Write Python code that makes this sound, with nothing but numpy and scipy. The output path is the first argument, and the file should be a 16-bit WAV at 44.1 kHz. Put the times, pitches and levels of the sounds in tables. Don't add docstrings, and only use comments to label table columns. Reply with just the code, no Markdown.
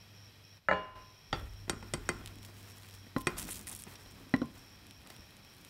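import sys
import numpy as np
from scipy import signal
from scipy.fft import rfft, irfft
from scipy.io import wavfile
from scipy.ndimage import uniform_filter1d

SR = 44100
rng = np.random.default_rng(int(sys.argv[2]) if len(sys.argv) > 2 else 0)


def to_wav(s):
    ch = np.atleast_2d(s).T
    pcm = np.round(np.clip(ch, -1, 1) * 32767)
    wavfile.write(sys.argv[1], SR, pcm.astype(np.int16))


def ratio_of_db(decibels):
    return 10 ** (np.asarray(decibels, float) / 20)


N = 251037

# pitch_hz, density_db (per Hz)
HISS_SPECTRUM = [(25, -28.5), (55, -9), (110, -5.5), (370, -18), (1500, -23), (2500, -23.5), (4000, -25),
                 (4600, -26.5), (5500, -19), (6300, -34.5), (11000, -35), (16000, -39)]
# pitch_hz, width_hz, level_db
FAN_RESONANCES = [(1900, 33, -78), (2534, 220, -70.5), (3120, 62, -76.5), (3294, 110, -72.5),
                  (3930, 230, -73), (9000, 130, -99), (11530, 104, -83.5), (12530, 150, -83.5),
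                  (13200, 110, -82)]
# time_s, pitch_hz, level_db
MAINS_HUM = [(0, 101.1, -61.5), (.56, 101, -60), (.62, 100.6, -66), (.94, 100.5, -56), (.98, 99.8, -62.5),
             (1.32, 99.7, -64.5), (1.36, 100, -50.5), (2.5, 100.4, -54), (3.5, 95.2, -58.5),
             (4.5, 97.6, -63.5), (5.69, 99.2, -71.5)]
# start_s, length_s
CHIRPS = [(-.12, 0.15), (0.138, 0.15), (0.433, 0.14), (0.706, 0.15), (0.987, 0.23), (1.227, 0.22),
          (1.484, 0.17), (1.74, .15), (2.056, 0.14), (2.331, 0.14), (2.633, 0.16), (2.9, 0.19),
          (3.162, .15), (3.41, .14), (3.714, .14), (3.999, .15), (4.283, 0.15), (4.57, 0.19), (4.892, 0.1),
          (5.145, .12), (5.426, .11), (5.684, .1)]
# time_s, peak_db
DISH_BLOWS = [
    (0.6857, -22.5),
    (.7122, -24.5),
    (0.7167, -37.5),
    (0.7257, -29.5),
    (0.7334, -34.5),
]
# pitch_hz, level_db, t60_s
DISH_MODES = [(78, -14.5, 0.37), (181, -11, 0.28), (292, -13, 0.13), (417, -15, 0.37), (531.5, -7, 0.27),
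              (556, -15, .2), (625, -7, 0.44), (733, -21.5, 0.52), (794, -8.5, 0.25), (890, -13, .2),
              (1023, -11, 0.59), (1042, -27, 0.39), (1300, -13, .2), (1417, -17, 0.52), (1450, -3.5, 0.1),
              (1780, -25, 0.25), (1762, -13, 0.5), (1810, -33, 0.47), (2020, -10, 0.19), (2268, -18, 0.55),
              (2565, -28, 0.26), (2844, -19, 0.55), (3400, -31, .3), (4370, -31.5, 0.27), (4760, -37, 0.18),
              (6430, -32, 0.09), (6540, -36, 0.33), (7500, -31.5, 0.1)]
# pitch_hz, level_db, t60_s
TABLE_MODES = [(593, 6, 0.038), (863, 6.5, 0.023), (1322, 7.5, 0.048), (1745, 14.5, 0.025),
               (2290, 2.5, 0.023), (3900, -15.5, 0.028)]
# time_s, gain_db
CLANK_DIP = [(0, 0.5), (.575, -0.5), (.6, -9), (.951, -8), (.957, -0.5), (6, 0)]
# time_s, sway_db, rumble_db
SHOVES = [(.69, -47, -94.5), (1.33, -40.5, -60.5), (1.7, -46.5, -53), (1.94, -43, -52), (2.1, -50.5, -49.5),
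          (3.17, -50, -53), (3.3, -49, -51), (3.43, -51.5, -48.5), (4.15, -61, -55), (4.35, -52.5, -54.5),
          (5.2, -77, -69)]
# start_s, hold_s, scrape_db, crackle_db
BLADE_STROKES = [(1.353, 0.039, -57, -71), (1.84, 0.28, -60.5, -88), (2.115, 0.18, -60, -73),
                 (2.43, 0.041, -61, -62.5), (2.548, 0.4, -63.5, -65), (3.164, 0.037, -74, -61),
                 (3.29, 0.029, -53, -76), (3.376, 0.077, -52, -49), (3.493, 0.059, -63, -48),
                 (3.551, 0.026, -59.5, -57), (3.68, 0.051, -59, -51.5), (3.728, .11, -70, -60),
                 (3.88, 0.049, -56, -61.5), (3.99, .13, -67, -64.5), (4.175, 0.041, -60, -80),
                 (4.55, .03, -61, -66), (5.071, 0.039, -67, -64), (5.58, 0.13, -68, -69)]
# pitch_hz, density_db (per Hz)
SCRAPE_SPECTRUM = [(500, 6), (1000, 7.5), (2000, 6), (3200, 0.5), (6000, -9)]
KNOCK_EDGES_HZ = [120, 550, 1500, 2900, 6000, 12000]
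# time_s, thump_db, 1khz_db, 2khz_db, 4khz_db
RIM_TAP = [
    (1.3285, -27.5, -32, -29, -31),
]
# time_s, thump_db, 1khz_db, 2khz_db, 4khz_db
PAN_KNOCKS = [(1.679, -41, -49, -49, -72), (1.696, -32.5, -25.5, -30, -28), (1.731, -39, -43.5, -48, -68),
              (1.826, -44, -41, -47.5, -49.5), (1.937, -27.5, -28.5, -29.5, -29),
              (2.090, -28.5, -24, -25.5, -30.5), (2.21, -51, -51, -62, -65), (2.487, -50.5, -54, -59, -54),
              (3.2698, -25, -22.5, -22, -29.5), (3.368, -58, -42, -59, -45), (3.488, -50, -44, -43.5, -57),
              (3.670, -61, -49, -42.5, -47), (3.955, -68, -68, -54, -45.5), (3.868, -45, -49, -51, -56),
              (5.063, -67, -52, -55, -54), (5.102, -56, -50, -49.5, -47)]
# time_s, thump_db, 1khz_db, 2khz_db, 4khz_db
FLOOR_THUDS = [
    (3.066, -43.5, -70, -49.5, -60),
    (3.1632, -19, -26, -29.5, -43.5),
    (4.06, -43, -63, -53, -53),
    (4.267, -45.5, -71, -71, -70),
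    (4.339, -13.5, -28.5, -19.5, -37),
    (4.4168, -19.5, -33, -50, -45.5),
    (5.19, -49.5, -64, -68, -68),
]
# pitch_hz, level_db (within its band), t60_s
RIM_MODES = [(139.5, -6, 0.13), (424.5, -24, 0.14), (785, 0.5, 0.09), (890, -6, 0.071), (1360, 9.5, 0.022),
             (1873, 3, 0.027), (2130, -13, 0.05), (2690, -10.5, 0.11), (3330, 6.5, 0.0096),
             (3640, -10, 0.069), (3470, -14, 0.18), (4640, -6, 0.073), (6230, 2, .04)]
# pitch_hz, level_db (within its band), t60_s
PAN_MODES = [(159.4, 1, 0.061), (230, 3, 0.038), (357, -0.5, 0.11), (418, -3.5, 0.079), (790, -14, 0.083),
             (1050, -11.5, 0.15), (1422, 7.5, 0.013), (1890, -1, 0.03), (1970, -13.5, 0.046),
             (2053, -5, 0.071), (2460, -1.5, 0.044), (3170, -8.5, 0.058), (3800, -2, 0.021),
             (4590, -5, 0.076), (5070, -3, 0.019), (5610, 0.5, 0.042), (7030, 3, 0.0096), (8000, 0, 0.012),
             (8430, -2.5, 0.011), (8494, -1, 0.043)]
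# pitch_hz, level_db (within its band), t60_s
FLOOR_MODES = [(139, -8.5, 0.031), (264, 0.5, 0.039), (817, -4, 0.033), (1034, -10, 0.23),
               (1050, -11.5, 0.13), (1104, -10.5, 0.1), (1420, 0.5, 0.02), (1943, -0.5, 0.029),
               (2220, -25, 0.027), (3060, -2, 0.023), (4040, -1, 0.047), (5140, -10, 0.036),
               (8500, -2, .03)]
# time_s, peak_db
SINGLE_POPS = [(1.398, -43), (1.536, -43), (2.2605, -24), (2.3566, -38), (2.3858, -40), (2.43, -38),
               (2.4497, -31.5), (2.5675, -39.5), (2.9754, -44), (3.184, -25.5), (3.305, -38), (3.4508, -42),
               (3.5938, -32), (3.6294, -42), (3.7505, -26), (3.7637, -32), (3.8214, -29.5), (3.838, -28.5),
               (4.121, -39), (4.295, -41), (4.3636, -36), (4.458, -40), (4.8683, -38), (4.91, -35.5),
               (5.1031, -32.5), (5.165, -37.5), (5.3071, -42), (5.368, -40.5), (5.4488, -40), (5.649, -35)]
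# start_s, length_s, mean_gap_s, strongest_db
TEARS = [(2.275, .008, 0.0047, -34), (2.7003, .025, .01, -38), (2.784, 0.085, 0.013, -36.5),
         (2.888, 0.067, .012, -36), (3.2087, .012, 0.0043, -27.5), (3.3826, 0.008, 0.0016, -21),
         (3.3966, 0.0026, 0.0013, -21.5), (3.4026, .028, .0045, -25), (3.492, .014, .003, -32),
         (3.507, .025, .0025, -24.5), (3.545, 0.042, .0035, -37), (3.6705, 0.035, 0.0036, -26),
         (3.7144, .017, .004, -29), (3.902, .07, 0.013, -49), (3.433, 0.045, .006, -44),
         (3.765, .012, 0.0034, -38), (2.451, .05, 0.019, -43), (3.197, .01, 0.0036, -47),
         (3.79, .012, .004, -33), (5.0736, .002, 0.0089, -37), (5.017, .002, .01, -47),
         (5.5383, 0.048, 0.014, -41.5)]
# time_s, pitch_hz, ring_cycles, low_part_db
CRUST_TONE = [(2.26, 7800, 2.6, -6), (2.9, 8840, 1.6, -9.5), (3.2, 12000, 2, -14), (3.4, 8800, 3, -20.5),
              (3.55, 9500, 8.6, -11), (3.7, 9700, 10, -16.5), (4.1, 10060, 2.7, -8), (4.9, 8700, 3.4, -1.5),
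              (5.6, 10300, 3.4, -8.5)]
# time_s, pitch_hz, peak_db
TABLE_BUMPS = [
    (4.058, 45, -48),
    (4.98, 65.8, -48),
    (5.191, 70, -46),
    (5.231, 60.7, -54),
]


def rms_one(x):
    return x / np.sqrt(np.mean(x ** 2) + 1e-20)


def in_time(rows):
    s, *columns = np.transpose(rows)
    return [np.interp(np.arange(N) / SR, s, c) for c in columns]


def band(x, low_hz, high_hz):
    return signal.sosfilt(signal.butter(2, [low_hz, high_hz], "band", fs=SR, output="sos"), x)


def coloured(spectrum):
    hz, db = np.transpose(spectrum)
    axis = np.arange(1, N // 2 + 2) * SR / N
    gain = ratio_of_db(np.interp(np.log(axis), np.log(hz), db))
    return rms_one(irfft(rfft(rng.standard_normal(N)) * gain, N))


def drift(rate_hz):
    knots = rng.standard_normal(500)
    return np.interp(np.arange(N) / SR * rate_hz, np.arange(500), knots) * 1.2


def ring(clicks, hz, t60):
    radius = ratio_of_db(-60 / (max(t60, .0005) * SR))
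    w = 2 * np.pi * hz / SR
    return signal.lfilter([0, np.sin(w)], [1, -2 * radius * np.cos(w), radius * radius], clicks + 1e-18)


def train(times, sizes):
    out = np.zeros(N)
    np.add.at(out, np.round(np.asarray(times) * SR).astype(int), sizes)
    return out


def dying(clicks, t60):
    return signal.lfilter([1], [1, -ratio_of_db(-60 / (t60 * SR))], clicks + 1e-18)


def struck(times, sizes, hz, t60, echo_db, echo_t60):
    echoes = ratio_of_db(echo_db) * dying(train(times, np.abs(sizes)), echo_t60) * rng.standard_normal(N)
    even_power = np.sqrt(2 * np.log(1000) / (t60 * SR))
    return ring(train(times, sizes) + echoes * even_power, hz, t60)


def gestures(start, hold, db, rise, fall, rest_db):
    t = np.arange(0, N, 32) / SR
    age = t - start[:, None]
    level = db[:, None] + rise * np.minimum(age, 0) - fall * np.maximum(age - hold[:, None], 0)
    rest_on = t > 1.33
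    power = np.sum(ratio_of_db(2 * level), axis=0) + ratio_of_db(2 * rest_db) * rest_on + 1e-14
    return np.interp(np.arange(N) / SR, t, 10 * np.log10(power))


def room_hiss():
    out = ratio_of_db(-60 + .8 * drift(8)) * coloured(HISS_SPECTRUM)
    white = rng.standard_normal(N)
    for hz, width_hz, db in FAN_RESONANCES:
        out += ratio_of_db(db) * rms_one(ring(white, hz, 3.0 / width_hz))
    return out


def hum():
    hz, db = in_time(MAINS_HUM)
    phase = 2 * np.pi * np.cumsum(hz) / SR
    return np.sqrt(2) * ratio_of_db(db + 0.76 * drift(33)) * np.sin(phase)


def cricket():
    t = np.arange(N) / SR
    chirp_levels = []
    for start, length in CHIRPS:
        level = ratio_of_db(-64.5 + 2 * (start < .6))
        chirp_levels.append(level * ((t > start) & (t < start + length)))
    chirps = np.max(chirp_levels, axis=0)
    fade = ratio_of_db(-60 / (.35 * SR))
    echoes = signal.lfilter([0.1 * (1 - fade)], [1, -fade], chirps)
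    chirps = 0.71 * uniform_filter1d(chirps, size=300) + echoes + ratio_of_db(-78.5)
    phase = 2 * np.pi * np.cumsum(94 + 4.17 * drift(20)) / SR
    strokes = (0.42 + (.5 + .5 * np.cos(phase)) ** 2.0) * ratio_of_db(1.05 * drift(40))
    wing = band(band(rng.standard_normal(N) * strokes, 5340, 5720), 5240, 5760)
    return chirps * rms_one(wing)


def dish():
    s, db = np.transpose(DISH_BLOWS)
    modes = DISH_MODES + TABLE_MODES
    chance = rng.standard_normal((len(s), len(modes)))
    low, high = np.zeros(N), np.zeros(N)
    for (hz, mode_db, t60), c in zip(modes, chance.T):
        sizes = ratio_of_db(db + mode_db + 2.5 + 2.75 * c) * np.sign(c)
        part = low if hz < 2500 else high
        part += struck(s, sizes, hz, t60, echo_db=-29.0, echo_t60=0.39)
    soft_low = band(band(low, 40, 5000), 30, 5900)
    tail = ratio_of_db(-6.5) * dying(train(s, ratio_of_db(db)), 0.65) * rng.standard_normal(N)
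    return high + soft_low + band(band(tail, 135, 1700), 100, 3500)


def crackle(level_db):
    sizes = ratio_of_db(3.5 * np.minimum(rng.exponential(1, N), 4)) * rng.choice([-1, 1], N)
    born = rng.random(N) < 800 * ratio_of_db(4.0 * drift(70)) / SR
    grains = rms_one(band(sizes * born, 3000, 15500))
    grains = grains + ratio_of_db(-18) * rms_one(band(rng.standard_normal(N), 3100, 13000))
    return ratio_of_db(level_db) * rms_one(grains + ratio_of_db(-24.0) * ring(grains, 8970, 0.0029))


def turner():
    start, hold, scrape_db, crackle_db = np.transpose(BLADE_STROKES)
    scrape_db = gestures(start, hold, scrape_db, rise=1200, fall=131, rest_db=-67)
    crackle_db = gestures(start, hold, crackle_db, rise=1200, fall=156, rest_db=-74.5)
    s, sway_db, rumble_db = np.transpose(SHOVES)
    sway_db = gestures(s, 0 * s, sway_db, rise=503, fall=43, rest_db=-70)
    rumble_db = gestures(s, 0 * s, rumble_db, rise=503, fall=39, rest_db=-66)
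    rumble = rms_one(band(rng.standard_normal(N), 124, 300)) * ratio_of_db(rumble_db + 2.56 * drift(22.07))
    scrape = coloured(SCRAPE_SPECTRUM) * ratio_of_db(scrape_db + 1.6 * drift(40))
    sway = rms_one(band(band(rng.standard_normal(N), 23, 80), 32, 75)) * ratio_of_db(sway_db - 2.0)
    return rumble + scrape + sway + crackle(crackle_db)


def knocks(rows, modes, ring_db, crack_db, echo_db, tail_db, tail_t60, top_db):
    rows, parts = np.array(rows), np.zeros((5, N))
    top = rows[:, 4] + top_db + 0.51 * np.minimum(rows[:, 4] + 19, 0)
    rows = np.c_[rows, top]
    s = rows[:, 0]
    chance = rng.standard_normal((len(rows), len(modes)))
    for (hz, mode_db, t60), c in zip(modes, chance.T):
        k = np.searchsorted(KNOCK_EDGES_HZ, hz)
        sizes = ratio_of_db(rows[:, k] + mode_db + ring_db + 1.5 * c) * np.sign(c)
        parts[k - 1] += struck(s, sizes, hz, t60, echo_db - 3.4 * k, tail_t60)
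    out = 0
    for k, (low, high) in enumerate(zip(KNOCK_EDGES_HZ, KNOCK_EDGES_HZ[1:])):
        hits = train(s, ratio_of_db(rows[:, k + 1]))
        crack = ratio_of_db(crack_db) * dying(hits, 0.048 * 0.73 ** k)
        tail = ratio_of_db(tail_db) * dying(hits, tail_t60 * 0.73 ** k)
        noise = rng.standard_normal(N) * np.sqrt(SR / 2 / (high - low))
        out = out + band(parts[k] + noise * (crack + tail), low * 0.91, high / 1.094)
    return out


def pop_times():
    start, length, gap, db = np.array(TEARS).T[:, :, None]
    draw = rng.exponential(1, (len(TEARS), 2, 20))
    gaps = .6 + .4 * draw[:, 0]
    age = gap * (np.cumsum(gaps, axis=1) - gaps[:, :1])
    level = db - 0.5 * age / length - 1.5 * draw[:, 1] * (age > 0)
    level = level - 200 * (age > length)
    s, single_db = np.transpose(SINGLE_POPS)
    run_s = np.minimum(start + age, N / SR - .01)
    return np.r_[s, run_s.ravel()], np.r_[single_db, level.ravel()]


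def pops():
    s, db = pop_times()
    hz, cycles, low_db = [np.interp(s, np.array(CRUST_TONE)[:, 0], c) for c in np.transpose(CRUST_TONE)[1:]]
    draw = rng.standard_normal((len(s), 3))
    hz = np.clip(hz * np.exp(0.08 * draw[:, 0]), 5000, 14500)
    t = np.arange(128) / SR
    age = t * (hz / cycles)[:, None]
    swell_and_die = ratio_of_db(-60 * age) * (1 - np.exp(-age / 0.19)) * 1.87
    high = np.sin(2 * np.pi * hz[:, None] * t) * swell_and_die
    low = np.sin(2 * np.pi * 3600 * t) * ratio_of_db(-60 * t / .0012)
    low = low * ratio_of_db(low_db + 2.5 * draw[:, 1])[:, None]
    sizes = np.sign(draw[:, 2]) * ratio_of_db(db + 7)
    out = np.zeros(N + 128)
    at = np.round(s * SR).astype(int)[:, None] + np.arange(128) - 3
    np.add.at(out, at, (high + low) * sizes[:, None])
    sizzle = dying(train(s, ratio_of_db(db - 19)), 0.006) * rms_one(band(rng.standard_normal(N), 6000, 12000))
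    return band(out[:N], 1550, 21000) + sizzle


def bumps():
    rings = [ring(train([s], ratio_of_db(db)), hz, 0.16) for s, hz, db in TABLE_BUMPS]
    return band(sum(rings), 30, 140)


def scene():
    background = room_hiss() + hum() + cricket()
    metal = dish()
    metal += knocks(RIM_TAP, RIM_MODES, ring_db=1.0, crack_db=-8.5, echo_db=-13.0,
                    tail_db=-16, tail_t60=0.4, top_db=-29)
    metal += knocks(PAN_KNOCKS, PAN_MODES, ring_db=-4.0, crack_db=-7, echo_db=-14.0,
                    tail_db=-24.5, tail_t60=0.38, top_db=6.0)
    metal += knocks(FLOOR_THUDS, FLOOR_MODES, ring_db=-1.5, crack_db=-12.0, echo_db=-15.5,
                    tail_db=-32.5, tail_t60=0.29, top_db=-4)
    return (background + metal + turner() + pops() + bumps())[None]


def low_pass(x):
    return signal.sosfilt(signal.butter(12, 16520, fs=SR, output="sos"), x)


def record(dry):
    dipped = dry * ratio_of_db(in_time(CLANK_DIP)[0])
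    top_cut = signal.ellip(8, .5, 32, 15750, fs=SR, output="sos")
    return low_pass(signal.sosfilt(top_cut, dipped))


dry = scene()
out = record(dry)
to_wav(out)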